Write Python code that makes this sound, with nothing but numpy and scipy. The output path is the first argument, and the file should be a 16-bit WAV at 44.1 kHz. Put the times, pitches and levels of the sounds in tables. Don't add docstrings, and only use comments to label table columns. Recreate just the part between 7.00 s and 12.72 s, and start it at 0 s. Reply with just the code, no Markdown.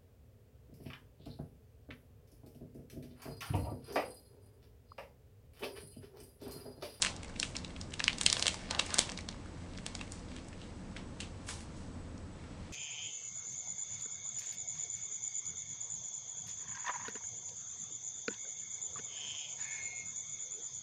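import sys
import numpy as np
from scipy import signal
from scipy.fft import rfft, irfft, next_fast_len
from scipy.io import wavfile
from scipy.ndimage import uniform_filter1d, map_coordinates

SR = 44100
rng = np.random.default_rng(int(sys.argv[2]) if len(sys.argv) > 2 else 0)


def unload_wav(signal):
    wavfile.write(
        sys.argv[1],
        SR,
        np.round(np.clip(np.atleast_2d(signal).T, -1, 1) * 32767).astype(np.int16),
    )


def ratio(d):
    e = np.asarray(d, float) / 20
    return 10 ** e


N = 252428


def unit(x):
    return x / np.sqrt(np.mean(x ** 2, -1, keepdims=True) + 1e-20)


def along(points, hz):
    point_hz, value = np.transpose(points)
    return np.interp(np.log(hz + 1), np.log(point_hz + 1), value)


def curves(rows):
    s, *columns = np.transpose(rows)
    return [np.interp(np.arange(N) / SR, s, column, left=-120, right=-120) for column in columns]


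def wobble(rate):
    knots = rng.standard_normal(int(N * rate / SR) + 4)
    return map_coordinates(knots, [np.arange(N) * rate / SR])


def filtered(x, response):
    n = x.shape[-1]
    padded = next_fast_len(n + 4096)
    return irfft(rfft(x, padded) * response(np.fft.rfftfreq(padded, 1 / SR)), padded)[..., :n]


def resonance(f, hz, width_hz):
    return 1j * f * width_hz / (hz * hz - f * f + 1j * f * width_hz)


def noise_like(spectrum):
    return unit(filtered(rng.standard_normal(N), spectrum))


# pitch_hz, level_db
AIR = [(12, -54), (20, -2.5), (86, -7.5), (155, -8.5), (268, -8.5), (417, -19.5), (475, -16), (701, -22),
       (758, -24), (841, -22), (2850, -36), (8040, -40.5), (9900, -42.5), (12900, -96), (21800, -120)]
# pitch_hz, width_hz, level_db
DUCT = [(84.2, 16, -54), (182.9, 18.3, -58), (234.3, 33, -64)]
# pitch_hz, width_hz, level_db
WHINE = (7867, 120, -74.5)
AIR_DB = -48


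def ventilation():
    sound = ratio(AIR_DB + 0.25 * wobble(3.03)) * noise_like(lambda f: ratio(along(AIR, f)))
    for hz, width_hz, db in [*DUCT, WHINE]:
        sound += ratio(db) * noise_like(lambda f: resonance(f, hz, width_hz) ** 2)
    return sound


# delay_s, level_db
ECHOES = [(.0018, -11), (.0058, -15), (.0148, -16), (.0212, -18), (.029, -24)]


def echoes(x):
    answer = np.zeros((1, SR // 3))
    for delay_s, db in ECHOES:
        answer[0, round(delay_s * SR)] = ratio(db - 1.5)
    answer = filtered(answer, lambda f: 1 / (1 + 1j * f / 5000))
    answer[0, 0] = 1
    return signal.fftconvolve(x, answer, axes=1)


# pitch_hz, decay_s
ROOM = [(500, 0.97), (1500, 0.11), (3500, 0.26), (9000, 0.2)]


def tails(count):
    hz, t, z = signal.stft(rng.standard_normal((count, SR // 3)), SR, nperseg=256)
    fading = ratio(-60 * t / along(ROOM, hz)[:, None])
    tail = signal.istft(z * fading, SR, nperseg=256)[1]
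    tail = tail * (1 - np.exp(-np.arange(tail.shape[1]) / SR / 0.005))
    return tail / np.linalg.norm(tail, axis=1, keepdims=True)


def room(x, wet_db):
    tail = signal.fftconvolve(x, tails(count=1), axes=1)[0, :N]
    return echoes(x)[0, :N] + ratio(wet_db) * tail


# start_s, peak_db
THUMPS = [
    (1.2635, -27),
    (1.9915, -23),
]


def thumps():
    t = np.arange(N) / SR
    sound = np.zeros(N)
    for start_s, db in THUMPS:
        u = np.maximum(t - start_s, 0) / .001
        sound += ratio(db) * (1 - u) * np.exp(-u) * (1 - np.exp(-6 * u)) * 2
    return sound


def grains(per_second, spread_db, smooth):
    clumps = ratio(1.6 * wobble(30))
    happens = rng.random(N) < per_second * clumps / SR
    slips = happens * ratio(spread_db * rng.exponential(size=N))
    bursts = np.convolve(slips, np.exp(-np.arange(96) / 16))[:N] * rng.standard_normal(N)
    return unit(unit(bursts) + smooth * rng.standard_normal(N))


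# start_s, length_s, level_db, pitch_hz
SWISH = [(0.02, 0.066, -39.5, 2400), (1.78, 0.048, -49, 3230), (4.202, 0.086, -59, 3000),
         (1.992, 0.043, -43, 2960), (4.72, 0.2, -64, 5960), (1.689, 0.13, -46, 920),
         (1.883, 0.16, -44, 1470), (3.088, 0.17, -61, 6100), (3.264, 0.19, -61, 3520),
         (3.543, 0.23, -64.5, 3140), (5.254, 0.65, -64.5, 1800)]


def swish():
    rub = grains(900, spread_db=1.2, smooth=0.8)
    t = np.arange(N) / SR
    sound = np.zeros(N)
    for s, length, db, hz in SWISH:
        swell = np.interp(t, [s, s + 0.27 * length, s + length], [0, 1, 0])
        sound += ratio(db) * swell * unit(filtered(rub, lambda f: resonance(f, hz, 1.65 * hz) ** 2))
    return sound


# start_s, level_db
SLIDE = [
    (4.42, -94),
    (4.428, -78),
    (4.47, -56),
    (4.49, -37.5),
    (4.528, -52),
    (4.62, -56.5),
    (4.676, -95),
    (4.72, -74),
]
# pitch_hz, level_db
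LINER = [(400, -46), (900, -10.5), (2000, -7.5), (4000, -9.5), (9000, -7), (13000, -8)]


def slide():
    grit = grains(1500, spread_db=2.5, smooth=0.7)
    rub = filtered(grit, lambda f: ratio(along(LINER, f)))
    return ratio(curves(SLIDE)[0] + 1.5) * unit(rub)


# start_s, level_db, brightness_db
HANDLING = [(0, -52, 7), (.1, -46, 5), (.2, -55, -10), (.45, -50.5, 11.5), (.62, -55, -1.5),
            (.95, -58, 6.5), (1.1, -49, -1), (1.2, -43, 0), (1.4, -44.5, 7), (1.53, -45.5, 5),
            (1.65, -45.5, -6), (2.0, -43.5, 7), (2.25, -58.5, -3), (3.0, -54.5, 4), (3.9, -61, -1),
            (4.75, -59.5, 2), (5.1, -72, 0), (5.73, -55.5, -3)]
# pitch_hz, level_db
CRACKLE = [(300, -15), (600, -3), (1000, -8), (2000, 2.5), (3400, -4), (5000, -4), (8400, -9.5),
           (10200, -10), (13000, -5)]
SETTLE_DB, SETTLE_S = -34.5, 0.016


def crackle():
    level_db, bright_db = curves(HANDLING)
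    s, peak_db = creases()[:2, :, 0]
    kicks = np.bincount(np.round(s * SR).astype(int), ratio(peak_db + SETTLE_DB), N)
    settle = signal.lfilter([1], [1, -np.exp(-1 / (SETTLE_S * SR))], kicks)
    slips = grains(1100, spread_db=0.13, smooth=0.18)
    fine = unit(filtered(slips, lambda f: ratio(along(CRACKLE, f))))
    top = filtered(fine, lambda f: resonance(f, 8400, 5000))
    return (ratio(level_db - 8) + settle) * (fine + (ratio(bright_db) - 1) * top)


# start_s, peak_db, ring_hz, treble_db
PINCH = [(0.0205, -9.5, 4860, 0.5), (.0250, -11.5, 3400, -7), (0.032, -22, 5430, -20),
         (0.048, -16.5, 2240, -10), (0.0618, -19.5, 2900, -22), (0.0676, -19.5, 2360, -17),
         (0.164, -33.5, 4750, -1), (.2318, -32.5, 2620, -5), (0.2458, -32.5, 2230, -7.5),
         (0.3618, -37, 2600, -30), (0.3989, -17.5, 4770, -3.5), (.429, -17, 2840, -13.5),
         (0.4336, -25, 2850, -16), (0.5525, -33, 2580, -25), (0.557, -30.5, 2480, -17),
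         (.566, -22, 5100, -22), (.647, -29.5, 3540, -17), (0.7633, -36.5, 2820, -30),
         (0.813, -29, 5070, -27), (0.9212, -38.5, 2800, -18), (0.9353, -38, 2670, -4),
         (0.9388, -25.5, 3040, -8.5)]
# start_s, peak_db, ring_hz, treble_db, paper_body_db
PEEL = [(.9949, -23, 4460, -27, -9), (1.0025, -17.5, 2320, -25, -14), (1.0407, -13, 4330, -12.5, -13),
        (1.0798, -8.5, 2530, -30, -32), (1.1836, -24.5, 4420, -2, -28), (1.2119, -13, 3380, 0, -6),
        (1.2333, -23, 4100, 9, -16), (1.2629, -6, 3500, -8, -35), (1.2998, -15, 4450, -16, -23),
        (1.3277, -8, 3900, -4, -13), (1.3678, -19.5, 3630, -26, -3), (1.395, -19, 5280, -18, -5),
        (1.4247, -14, 3640, -10, -16), (1.4575, -19, 3550, -13, -1.5), (1.4671, -10.5, 3620, -9, -12.5),
        (1.4802, -13, 2950, -5.5, -15), (1.5428, -26.5, 5200, -4, 2), (1.7095, -20, 4100, -10, -3.5),
        (1.7485, -21, 3600, -19, -3), (1.7955, -12, 3250, -10.5, -9), (1.8628, -29, 5250, 12, -9),
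        (1.942, -13, 4040, 7, -5), (1.9845, -13.5, 4520, -1, -2), (1.9908, -3.5, 3350, 0.5, -12)]
# start_s, peak_db, ring_hz, treble_db, paper_body_db
LOOSE = [(2.0925, -30, 2820, -17, -6), (2.0977, -28, 5250, -25, -15), (2.1183, -27, 5400, -6, -1),
         (2.1752, -28.5, 4320, -44, -16), (2.188, -31, 2290, -13, -23), (2.288, -23, 4300, -15, -6.5),
         (2.7759, -33.5, 4600, -30, -11), (2.7853, -34.5, 2330, -16, -6), (2.8639, -20, 3500, -2, -4),
         (2.9513, -24.5, 4600, -5, -2), (3.0118, -27, 2670, -15, -7), (3.1205, -26.5, 4360, 13, -13),
         (3.364, -34, 2900, -7, -6), (3.4847, -38.5, 4820, 11, 6)]
# start_s, peak_db, ring_hz, treble_db
BINNED = [
    (3.529, -42.5, 2270, -20),
    (3.616, -37.5, 3170, -33),
    (3.9643, -33.5, 1940, -26),
    (3.968, -32, 3020, -16),
    (4.2032, -26.5, 2870, -9.5),
    (4.2074, -25, 3220, -3),
    (4.2172, -39, 2800, 4),
    (4.4893, -31, 1800, -15),
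]
# start_s, peak_db, ring_hz
TICKS = [(.281, -43, 4740), (0.296, -40.5, 1340), (.587, -40, 4500), (0.679, -43, 4480), (.705, -43, 2840),
         (.907, -41, 5740), (1.13, -26, 3800), (1.341, -36, 4590), (1.492, -26, 3690), (1.793, -17, 3420),
         (1.7962, -16, 3300), (1.895, -34, 1490), (1.9045, -29, 4480), (2.208, -38, 4980),
         (2.3132, -40, 5500), (2.326, -38.5, 3040), (2.344, -44, 1370), (2.459, -43.5, 1610),
         (2.735, -44.5, 3920), (2.750, -45, 2720), (2.993, -39, 2970), (3.078, -40.5, 2890),
         (3.194, -44, 5570), (3.285, -48, 3900), (3.317, -40.5, 2700), (3.374, -49, 2800),
         (3.385, -38.5, 2640), (3.446, -48, 5800), (5.179, -44, 5500)]
PINCH_BODY_DB, BIN_BODY_DB = -17, -16.5
TICK_BODY_DB, TICK_TREBLE_DB = -10.5, -17.5
NEAR_WET_DB, FAR_WET_DB = -13, -3.5


def creases():
    rows = [(*r, PINCH_BODY_DB, NEAR_WET_DB) for r in PINCH]
    rows += [(*r, NEAR_WET_DB) for r in [*PEEL, *LOOSE]]
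    rows += [(*r, BIN_BODY_DB, FAR_WET_DB) for r in BINNED]
    rows += [(*r, TICK_TREBLE_DB, TICK_BODY_DB, NEAR_WET_DB) for r in TICKS]
    return np.transpose(rows)[:, :, None]


STRAIN_DB, STRAIN_GROWS = -31, .7
BUILD_S, CLICK = .0004, 1.72
LEAD = 512


def snaps():
    s, peak_db, ring_hz, treble_db, body_db, wet_db = creases()
    strain_db = STRAIN_DB + (STRAIN_GROWS - 1) * peak_db
    t = (np.arange(1024) - LEAD) / SR
    after = np.maximum(t, 0)
    dying = ratio(-60 * after / 0.0048) + ratio(-11 - 60 * after / 0.01)
    release = (1 - np.exp(-(after / BUILD_S) ** 2)) * dying
    strain = ratio(strain_db) * np.exp(-np.abs(t) / 0.0052)
    burst = rng.standard_normal((len(s), 1024)) * (release + strain)
    burst += CLICK * np.sinc((t - BUILD_S) * SR)
    z = rfft(burst)
    burst = irfft(z / np.sqrt(uniform_filter1d(np.abs(z) ** 2, size=36, axis=1)))

    def panel(f):
        ring = resonance(f, ring_hz, 0.68 * ring_hz) ** 2
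        whole_sheet = ratio(-19) * resonance(f, 3600, 2000)
        treble = ratio(treble_db) * resonance(f, 8110, 5400) ** 2
        body = ratio(body_db + 1.5) * resonance(f, 893, 1400) ** 2
        return ring + whole_sheet - treble - body

    def energy(v):
        return np.linalg.norm(v, axis=1, keepdims=True)

    direct = filtered(burst, panel)
    direct = direct * ratio(peak_db) / np.abs(direct).max(1, keepdims=True)
    heard = echoes(direct)
    tail = filtered(tails(count=len(s)), lambda f: panel(f) / (1 + 1j * f / 6000))[:, :SR // 3]
    heard[:, LEAD:LEAD + tail.shape[1]] += ratio(wet_db) * tail * energy(direct) / energy(tail)
    where = np.round(s * SR).astype(int) - LEAD + np.arange(heard.shape[1])
    return np.bincount(where.ravel(), heard.ravel(), N)[:N]


def scene():
    rustle = room((crackle() + slide() + swish())[None], wet_db=-0.5)
    return (snaps() + thumps() + rustle + ventilation())[None]


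def top_band_gate(x, edge_hz, quiet_db, need_db):
    hz, _, z = signal.stft(x, SR, nperseg=1024)

    def level(low_hz, high_hz):
        band = z[:, (hz > low_hz) & (hz < high_hz)]
        return 10 * np.log10(np.mean(np.abs(band) ** 2, 1) + 1e-14)

    treble, middle = level(8500, 9900), level(1500, 5000)
    bright = treble - middle + .3 * (treble - quiet_db) > need_db
    kept = (treble > quiet_db) & bright
    z = z * ((hz < edge_hz)[:, None] | kept[:, None])
    return signal.istft(z, SR, nperseg=1024)[1][:, :N]


def low_pass(x):
    return signal.sosfilt(signal.butter(12, 12600, fs=SR, output="sos"), x)


# pitch_hz, level_db
TOP_BAND_COLOUR = [(20, 0), (8500, 0), (10000, -5), (10550, -8), (10700, -65), (11350, -65), (11480, -16),
                   (12350, -34), (12480, -70)]


def record(dry):
    heard = filtered(dry, lambda f: ratio(along(TOP_BAND_COLOUR, f)))
    heard = top_band_gate(heard, edge_hz=10080, quiet_db=-88, need_db=-2.5)
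    return low_pass(heard)


dry = scene()
out = record(dry)
unload_wav(out)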